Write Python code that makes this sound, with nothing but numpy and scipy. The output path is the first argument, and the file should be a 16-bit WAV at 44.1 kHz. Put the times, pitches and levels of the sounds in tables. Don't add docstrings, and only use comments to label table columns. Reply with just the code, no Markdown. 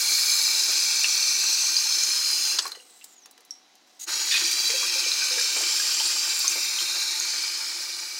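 import sys
import numpy as np
from scipy import signal
from scipy.fft import rfft, irfft, next_fast_len
from scipy.io import wavfile
from scipy.ndimage import map_coordinates

SR = 44100
rng = np.random.default_rng(int(sys.argv[2]) if len(sys.argv) > 2 else 0)


def int16_out(signal):
    q = np.round(np.clip(np.atleast_2d(signal).T, -1, 1) * 32767)
    wavfile.write(sys.argv[1], SR, q.astype(np.int16))


N = 361179

SHUT_S, SPIT_S, OPEN_S = 2.527, 3.995, 4.084
FALL_S = 0.092

# (time [s], hiss [dB], treble [dB])
HISS_LEVELS = [
    [(0.0, -23.5, -35.5), (0.33, -23, -35.5), (0.67, -23, -39), (1.35, -24.5, -41), (2.35, -25, -40.5)],
    [(4.5, -26.5, -42), (5.02, -26, -43.5), (5.89, -24.5, -40.5), (6.6, -27.5, -41.5), (7.34, -27.5, -46.5),
     (8.19, -36, -51)],
]
# (frequency [Hz], width [Hz], lift [dB])
PIPE_MODES = [(744, 85, 10), (2020, 36, 11), (3970, 72, 11.5)]


def amp(db):
    return 10 ** (np.asarray(db) / 20)


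def unit(x):
    return x / np.sqrt(np.mean(x ** 2) + 1e-20)


def curves(rows):
    s, *cols = np.transpose(rows)
    return [np.interp(np.arange(N) / SR, s, c) for c in cols]


def wobble(rate_hz):
    knots = rng.standard_normal(int(N * rate_hz / SR) + 4)
    return signal.resample(knots, next_fast_len(N, real=True))[:N]


def add(track, s, sound):
    part = track[max(0, round(s * SR)):][:len(sound)]
    part += sound[:len(part)]


def coloured(x, spectrum, modes=()):
    size = next_fast_len(len(x))
    hz = np.fft.rfftfreq(size, 1 / SR)
    knot_hz, knot_db = np.transpose(spectrum)
    db = np.interp(np.log(hz + 1), np.log(knot_hz + 1), knot_db, left=-120, right=-120)
    db = db + sum(lift / (1 + (2 * (hz - centre) / width) ** 2) for centre, width, lift in modes)
    return unit(irfft(rfft(x, size) * amp(db), size)[:len(x)])


def noise(spectrum, modes=(), size=N):
    return coloured(rng.standard_normal(size), spectrum, modes)


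def narrow(hz, width_hz):
    phase = 2 * np.pi * np.cumsum(hz * np.ones(N)) / SR
    return unit(wobble(width_hz) * np.cos(phase) + wobble(width_hz) * np.sin(phase))


def fade(t, t60_s):
    return np.exp(-np.log(1000) * t / t60_s)


def spell(start_s, end_s, attack_s, release_s):
    t = np.arange(N) / SR
    return np.clip(np.minimum(1 + (t - start_s) / attack_s, 1 - (t - end_s) / release_s), 0, 1)


def delayed(x, delay_s):
    return map_coordinates(x, [np.arange(N) - delay_s * SR], order=3)


def walls(x, wet_db, t60_s):
    t = np.arange(SR // 4) / SR
    tail = rng.standard_normal(len(t)) * fade(t, t60_s) * (t > .001)
    response = amp(wet_db) * tail / np.linalg.norm(tail)
    response[0] = 1
    return signal.fftconvolve(x, response)[:len(x)]


def roaming(x, echo_db, drift, wet_db, t60_s, echoes=6, places=6):
    # (time [s], half length [s], extra echo path [m], strength [0-1])
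    passes = [(0.3, 0.28, 0.12, 0.28), (2.35, 0.37, 0.18, 0.4), (6, 0.68, 0.1654, 0.25),
              (7.054, 0.3, 0.13, 0.26), (7.7, 0.66, 0.108, 0.19)]
    t, heard = np.arange(N) / SR, x
    sound_m_per_s = 343
    for s, half_s, path_m, strength in passes:
        heard = heard - strength * np.exp(-((t - s) / half_s) ** 2) * delayed(x, path_m / sound_m_per_s)
    for delay_s in np.geomspace(.0006, .0024, echoes):
        heard = heard + amp(echo_db) * wobble(1.2) * delayed(x, delay_s * (1 + drift * wobble(1.1)))
    place = np.linspace(0, places - 1, N)
    rung = sum(np.maximum(1 - np.abs(place - k), 0) * walls(heard, wet_db, t60_s) for k in range(places))
    return rung / np.sqrt((1 + amp(wet_db) ** 2) * (1 + echoes * amp(echo_db) ** 2))


def flow(lag_s, closing_db_per_s=116, pop_s=0.027):
    t = np.arange(N) / SR
    closing = amp(-closing_db_per_s * np.maximum(t - SHUT_S - lag_s, 0))
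    return np.maximum(closing, np.clip(1 + (t - OPEN_S) / pop_s, 0, 1) ** 2)


def froth(low_hz, high_hz, cycles, spread_db, noise_db, count=2500, size=700):
    when, pitch, strength = rng.random((count, 3)).T[:, :, None]
    t = np.arange(size) / SR
    hz = low_hz * (high_hz / low_hz) ** pitch
    gain = amp(spread_db * np.minimum(-np.log(1 - strength), 5))
    rings = gain * np.sin(2 * np.pi * hz * t) * fade(t, cycles / hz)
    at = (when * N).astype(int) + np.arange(size)
    swarm = unit(np.bincount(at.ravel(), rings.ravel(), N)[:N])
    return swarm + amp(noise_db) * rng.standard_normal(N)


def singing():
    # (start [s], end [s], pitch [Hz], level [dB])
    tones = [(0, 0.6, 6800, -38), (1.25, 2.05, 6110, -30.5), (4.1, 4.4, 6800, -38),
             (5.6, 6.496, 7520, -36.5)]
    return sum(amp(db) * spell(start_s, end_s, attack_s=0.25, release_s=0.25) * narrow(hz, width_hz=380)
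               for start_s, end_s, hz, db in tones)


def filling():
    # (frequency [Hz], density [dB])
    pour_spectrum = [(25, -40), (100, -35.5), (200, -25.5), (300, -10.5), (420, -16), (520, -5.5),
                     (700, -16), (1000, -3), (1500, 0.5), (2050, -1.5), (2700, -10)]
    splash_spectrum = [(1500, -42), (2000, -9), (2200, -9.5), (2330, 4.5), (2520, -3.5), (2800, -5.5),
                       (3150, -2.5), (3500, -7), (4300, -23)]
    jet_spectrum = [(2800, -61), (3650, -10), (3980, -2.5), (4230, -2), (4450, -3.5), (4850, -1.5),
                    (5200, -3), (5550, -3.5), (6400, -3.5), (7000, -7.5), (7700, -12), (9000, -15.5),
                    (12000, -40)]
    spray_spectrum = [(6000, -28), (7800, 0.5), (8600, -7), (9300, -2.5), (10200, -0.5), (11200, -5),
                      (13000, -6), (14500, -6.5), (16000, -6.5)]
    # (frequency [Hz], width [Hz], lift [dB])
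    tank_modes = [(350, 42, 19), (534, 100, 2.5), (882.7, 23.4, 15), (1202, 28, 8), (1425, 18, 7.5),
                  (1562, 100, 7), (1880, 55, 6.5), (2386, 98, 1), (2487, 34, 6.5), (2690, 79, 6),
                  (3310, 32, 5), (4230, 51, 5.5), (4515, 60, 2), (4780, 57, 3.5), (5160, 74, 5)]
    t = np.arange(N) / SR
    hiss_db, treble_db = curves(np.vstack(HISS_LEVELS))
    refill = t > SPIT_S
    airy_pour_db, airy_splash_db = 1.35, 3
    build_up_s, gush_db, weak_start_db = 0.089, 4.5, -3.5
    starting = refill * np.exp(-np.maximum(t - OPEN_S, 0) / build_up_s)

    pour_db = -44.5 + 0.61 * (hiss_db - hiss_db.mean()) + airy_pour_db * refill + gush_db * starting
    pour = amp(pour_db + 0.59 * wobble(25))
    pour *= coloured(froth(650, 2340, cycles=16.3, spread_db=2, noise_db=12.5), pour_spectrum, tank_modes)
    splash = amp(hiss_db - 12.5 + airy_splash_db * refill + 0.27 * wobble(35))
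    foam = froth(1740, 3960, cycles=20, spread_db=-0.5, noise_db=15.5)
    splash *= coloured(foam, splash_spectrum, tank_modes)
    fizz = froth(3800, 8840, cycles=44, spread_db=2.5, noise_db=16)
    ring = np.where(refill, 0.72, 1)
    jet = amp(hiss_db + 0.36 + 0.53 * wobble(45))
    jet *= ring * coloured(fizz, jet_spectrum, tank_modes) + (1 - ring) * coloured(fizz, jet_spectrum)
    spray = amp(treble_db + 3.5 + 0.34 * wobble(30))
    spray *= coloured(froth(7130, 14900, cycles=83, spread_db=5, noise_db=13), spray_spectrum)
    rush = splash + jet + spray + singing()

    running = flow(lag_s=0)
    sputter_db = np.interp(running, [.1, .6], [4, .45])
    pressure = amp(0.24 * wobble(12) + sputter_db * wobble(140))
    hiss = running * pressure * amp(weak_start_db * starting) * rush
    landing = flow(FALL_S) * pressure * pour
    return (roaming(hiss, echo_db=-16.5, drift=0.042, wet_db=-7, t60_s=0.061)
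            + walls(landing, wet_db=-14.5, t60_s=0.26))


def plumbing():
    # (frequency [Hz], density [dB])
    spectrum = [(25, -27), (100, -23.5), (200, -6), (290, 3), (450, -3.5), (1000, -1.5), (2000, -4.5),
                (3500, -2.5), (6000, -2), (8000, -14), (16000, -24)]
    return amp(-59.5) * noise(spectrum, PIPE_MODES)


def bubble(hz, t60_s, rise, attack_s):
    t = np.arange(SR // 4) / SR
    pitch_hz = hz * (1 + rise * np.minimum(t / t60_s, 1))
    ring = np.sin(2 * np.pi * np.cumsum(pitch_hz) / SR) * fade(t, t60_s) * (1 - np.exp(-t / attack_s))
    return ring / np.abs(ring).max()


def drips(count=26, low_hz=1517, high_hz=8960, cycles=97, db_per_octave=4.5, scatter_db=1):
    when, pitch, luck = rng.random((count, 3)).T
    hz = low_hz * (high_hz / low_hz) ** pitch
    hiss_db, _ = curves(np.vstack(HISS_LEVELS))
    water_db = hiss_db - hiss_db.mean() + 20 * np.log10(flow(FALL_S))
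    db = -33 + db_per_octave * np.log2(hz / low_hz) + scatter_db * (2 * luck - 1)
    return list(zip(when * N / SR, db + water_db[(when * N).astype(int)], hz, cycles / hz))


def drops():
    # (time [s], level [dB], pitch [Hz], t60 [s])
    clear_drops = [(1.7665, -10, 4780, 0.038), (2.036, -9.5, 6600, 0.013), (2.623, -26, 7900, 0.022),
                   (2.719, -25, 4140, 0.028), (2.75, -38, 2970, 0.032), (2.8, -41.5, 2830, 0.022),
                   (3.508, -23.5, 5600, 0.026), (4.314, -15.5, 4850, 0.043), (5.117, -15, 4080, 0.046),
                   (5.221, -28.5, 1525, 0.12), (5.799, -26.5, 1630, 0.046), (6, -18, 3110, 0.023),
                   (6.004, -29.5, 888, 0.088), (6.4797, -6, 6300, 0.0097), (6.788, -17.5, 3180, 0.023),
                   (7.2, -14.5, 6600, 0.02)]
    out, t = np.zeros(N), np.arange(SR // 4) / SR
    for s, db, hz, t60_s in [*clear_drops, *drips()]:
        slap = noise([(hz / 4, -28), (hz, 0), (hz * 3, -24)], size=len(t)) * fade(t, t60_s=0.033)
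        ping = bubble(hz, t60_s, rise=0.016, attack_s=0.0001)
        add(out, s, amp(db) * walls(ping + amp(-18.5) * slap, wet_db=-5.5, t60_s=0.24))
    return out


def bumps():
    # (time [s], relative level [dB])
    touches = [(0.685, -31), (5.562, -29), (5.605, -30.5), (6.554, -27), (6.957, -32)]
    # (frequency [Hz], density [dB])
    spectrum = [(60, -33), (200, -13), (450, -2), (800, -3), (2000, -7.5), (5000, -56)]
    out, t = np.zeros(N), np.arange(SR // 4) / SR
    envelope = fade(t, t60_s=0.13) * (1 - fade(t, t60_s=0.01))
    for s, db in touches:
        add(out, s, amp(db - 6.5) * noise(spectrum, size=len(t)) * envelope)
    return out


def clacks():
    # (time [s], level [dB], centre [Hz])
    strikes = [(1.043, -21, 2660), (2.653, -30, 1090), (3.012, -46, 2700), (4.7, -31, 2100),
               (4.83, -36, 1160), (5.383, -30, 1660), (6.444, -30, 1090)]
    out, t = np.zeros(N), np.arange(SR // 4) / SR
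    for s, db, hz in strikes:
        band = [(hz / 3, -28), (hz * 0.97, -7), (hz, 0), (hz * 1.16, -9), (hz * 3, -28)]
        add(out, s, amp(db) * noise(band, modes=[(hz, 0.1 * hz, 6)], size=len(t)) * fade(t, t60_s=0.085))
    return out


def ticks():
    # (time [s], relative level [dB], bass tilt [dB], treble tilt [dB])
    snaps = [(2.587, -2.5, -25.5, -42), (2.654, -21.5, -8.5, -11), (2.677, -24, -22, -8),
             (2.718, -26, -9, -13), (3.042, -24.5, -21, -8.5), (3.258, -30, -12, -17),
             (3.311, -34, -24, -5), (3.378, -35, -8, -18), (3.406, -38, -25, -9), (3.45, -37, -21, -1),
             (3.754, -38.5, -22, -15), (4.514, -9, -37, -22), (6.39, -14.5, -29, 4)]
    # (frequency [Hz], density [dB])
    spectrum = [(200, -49), (900, 5), (2500, 1.5), (4200, -1.5), (6500, 2.5), (10000, -3), (16000, -8)]
    body_spectrum = [(150, -16), (300, 3.5), (1200, 7), (2200, -3), (4000, -20)]
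    knot_hz, knot_db = np.transpose(spectrum)
    out, t = np.zeros(N), np.arange(SR // 4) / SR
    for s, db, low_db, high_db in snaps:
        tilt_db = np.interp(knot_hz, [1500, 4500, 11000], [low_db + 5, 0, high_db + 11])
        hold_s = np.interp(db, [-40, -8], [.001, .005])
        snap = noise(np.column_stack([knot_hz, knot_db + tilt_db]), size=len(t))
        snap *= fade(np.maximum(t - hold_s, 0), t60_s=0.0099)
        body = amp(min(low_db - 5, -7)) * noise(body_spectrum, size=len(t)) * fade(t, t60_s=0.26)
        add(out, s, amp(db - 13.5) * walls(snap + body, wet_db=-4, t60_s=0.067))
    return out


def seeping(seated_s=3.24, seated_hz=5500, span_hz=3600, spit_hz=6660):
    # (start [s], end [s], hiss [dB], whistle [dB])
    leaks = [(2.68, 3.141, -56.5, -84), (3.16, 3.25, -70, -57), (3.87, 3.99, -64.5, -95),
             (4, 4.043, -39.5, -41)]
    spectrum = [(800, -22), (2400, -10), (4000, -3), (8000, 1.5), (11000, -9), (14000, -6.5), (16000, -10)]
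    t = np.arange(N) / SR
    slit = np.clip((seated_s - t) / (seated_s - SHUT_S), 0, 1)
    hz = np.where(t < SPIT_S, seated_hz + span_hz * slit ** 0.41, spit_hz)
    hiss = unit(narrow(hz, width_hz=1300) + amp(0.5) * noise(spectrum, PIPE_MODES))
    hiss *= amp(1.5 * wobble(120))
    whistle = narrow(hz, width_hz=150) + amp(-21) * narrow(2 * hz, width_hz=300)
    return sum(spell(start_s, end_s, attack_s=0.007, release_s=0.018)
               * (amp(hiss_db) * hiss + amp(whistle_db) * whistle)
               for start_s, end_s, hiss_db, whistle_db in leaks)


def gurgles():
    # (time [s], relative level [dB], pitch [Hz], t60 [s])
    bubbles = [(2.771, -43.5, 457, 0.024), (4.417, -39, 343, 0.044), (4.44, -37.5, 322, 0.15),
               (4.697, -36, 455, 0.124), (4.738, -31.5, 508, 0.074), (4.955, -38.5, 512, 0.11),
               (5.063, -34, 470, 0.017), (5.308, -39, 498, 0.27), (5.374, -32, 452, 0.034),
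               (5.566, -35, 438, 0.049)]
    out = np.zeros(N)
    for s, db, hz, t60_s in bubbles:
        glug = bubble(hz, t60_s, rise=0.25, attack_s=0.0026)
        add(out, s, amp(db - 1) * walls(glug, wet_db=-4.5, t60_s=0.68))
    return out


def cough(at_s=4.313, attack_s=0.0033, hold_s=0.038):
    # (frequency [Hz], density [dB])
    spectrum = [(900, -16), (1700, -8.5), (2500, -1), (3700, 0.5), (5000, -2), (7000, -8), (12000, -22)]
    # (frequency [Hz], width [Hz], lift [dB])
    modes = [(1850, 95, 16.5), (2500, 99, 19), (3570, 100, 13)]
    t = np.arange(N) / SR - at_s
    envelope = np.clip(1 + t / attack_s, 0, 1) * fade(np.maximum(t - hold_s, 0), t60_s=0.47)
    return amp(-22 + 2.2 * wobble(200)) * envelope * noise(spectrum, modes)


def scene():
    bass_hz = 230
    highpass = signal.butter(3, bass_hz, "highpass", fs=SR, output="sos")
    hits = signal.sosfilt(highpass, drops() + gurgles() + clacks() + ticks() + bumps())
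    mono = filling() + cough() + seeping() + hits + plumbing()
    return np.array([mono, mono])


def record(dry):
    top_hz = 15850
    size = next_fast_len(N + SR // 4)
    return irfft(rfft(dry, size) * (np.fft.rfftfreq(size, 1 / SR) < top_hz), size)[:, :N]


dry = scene()
out = record(dry)
int16_out(out)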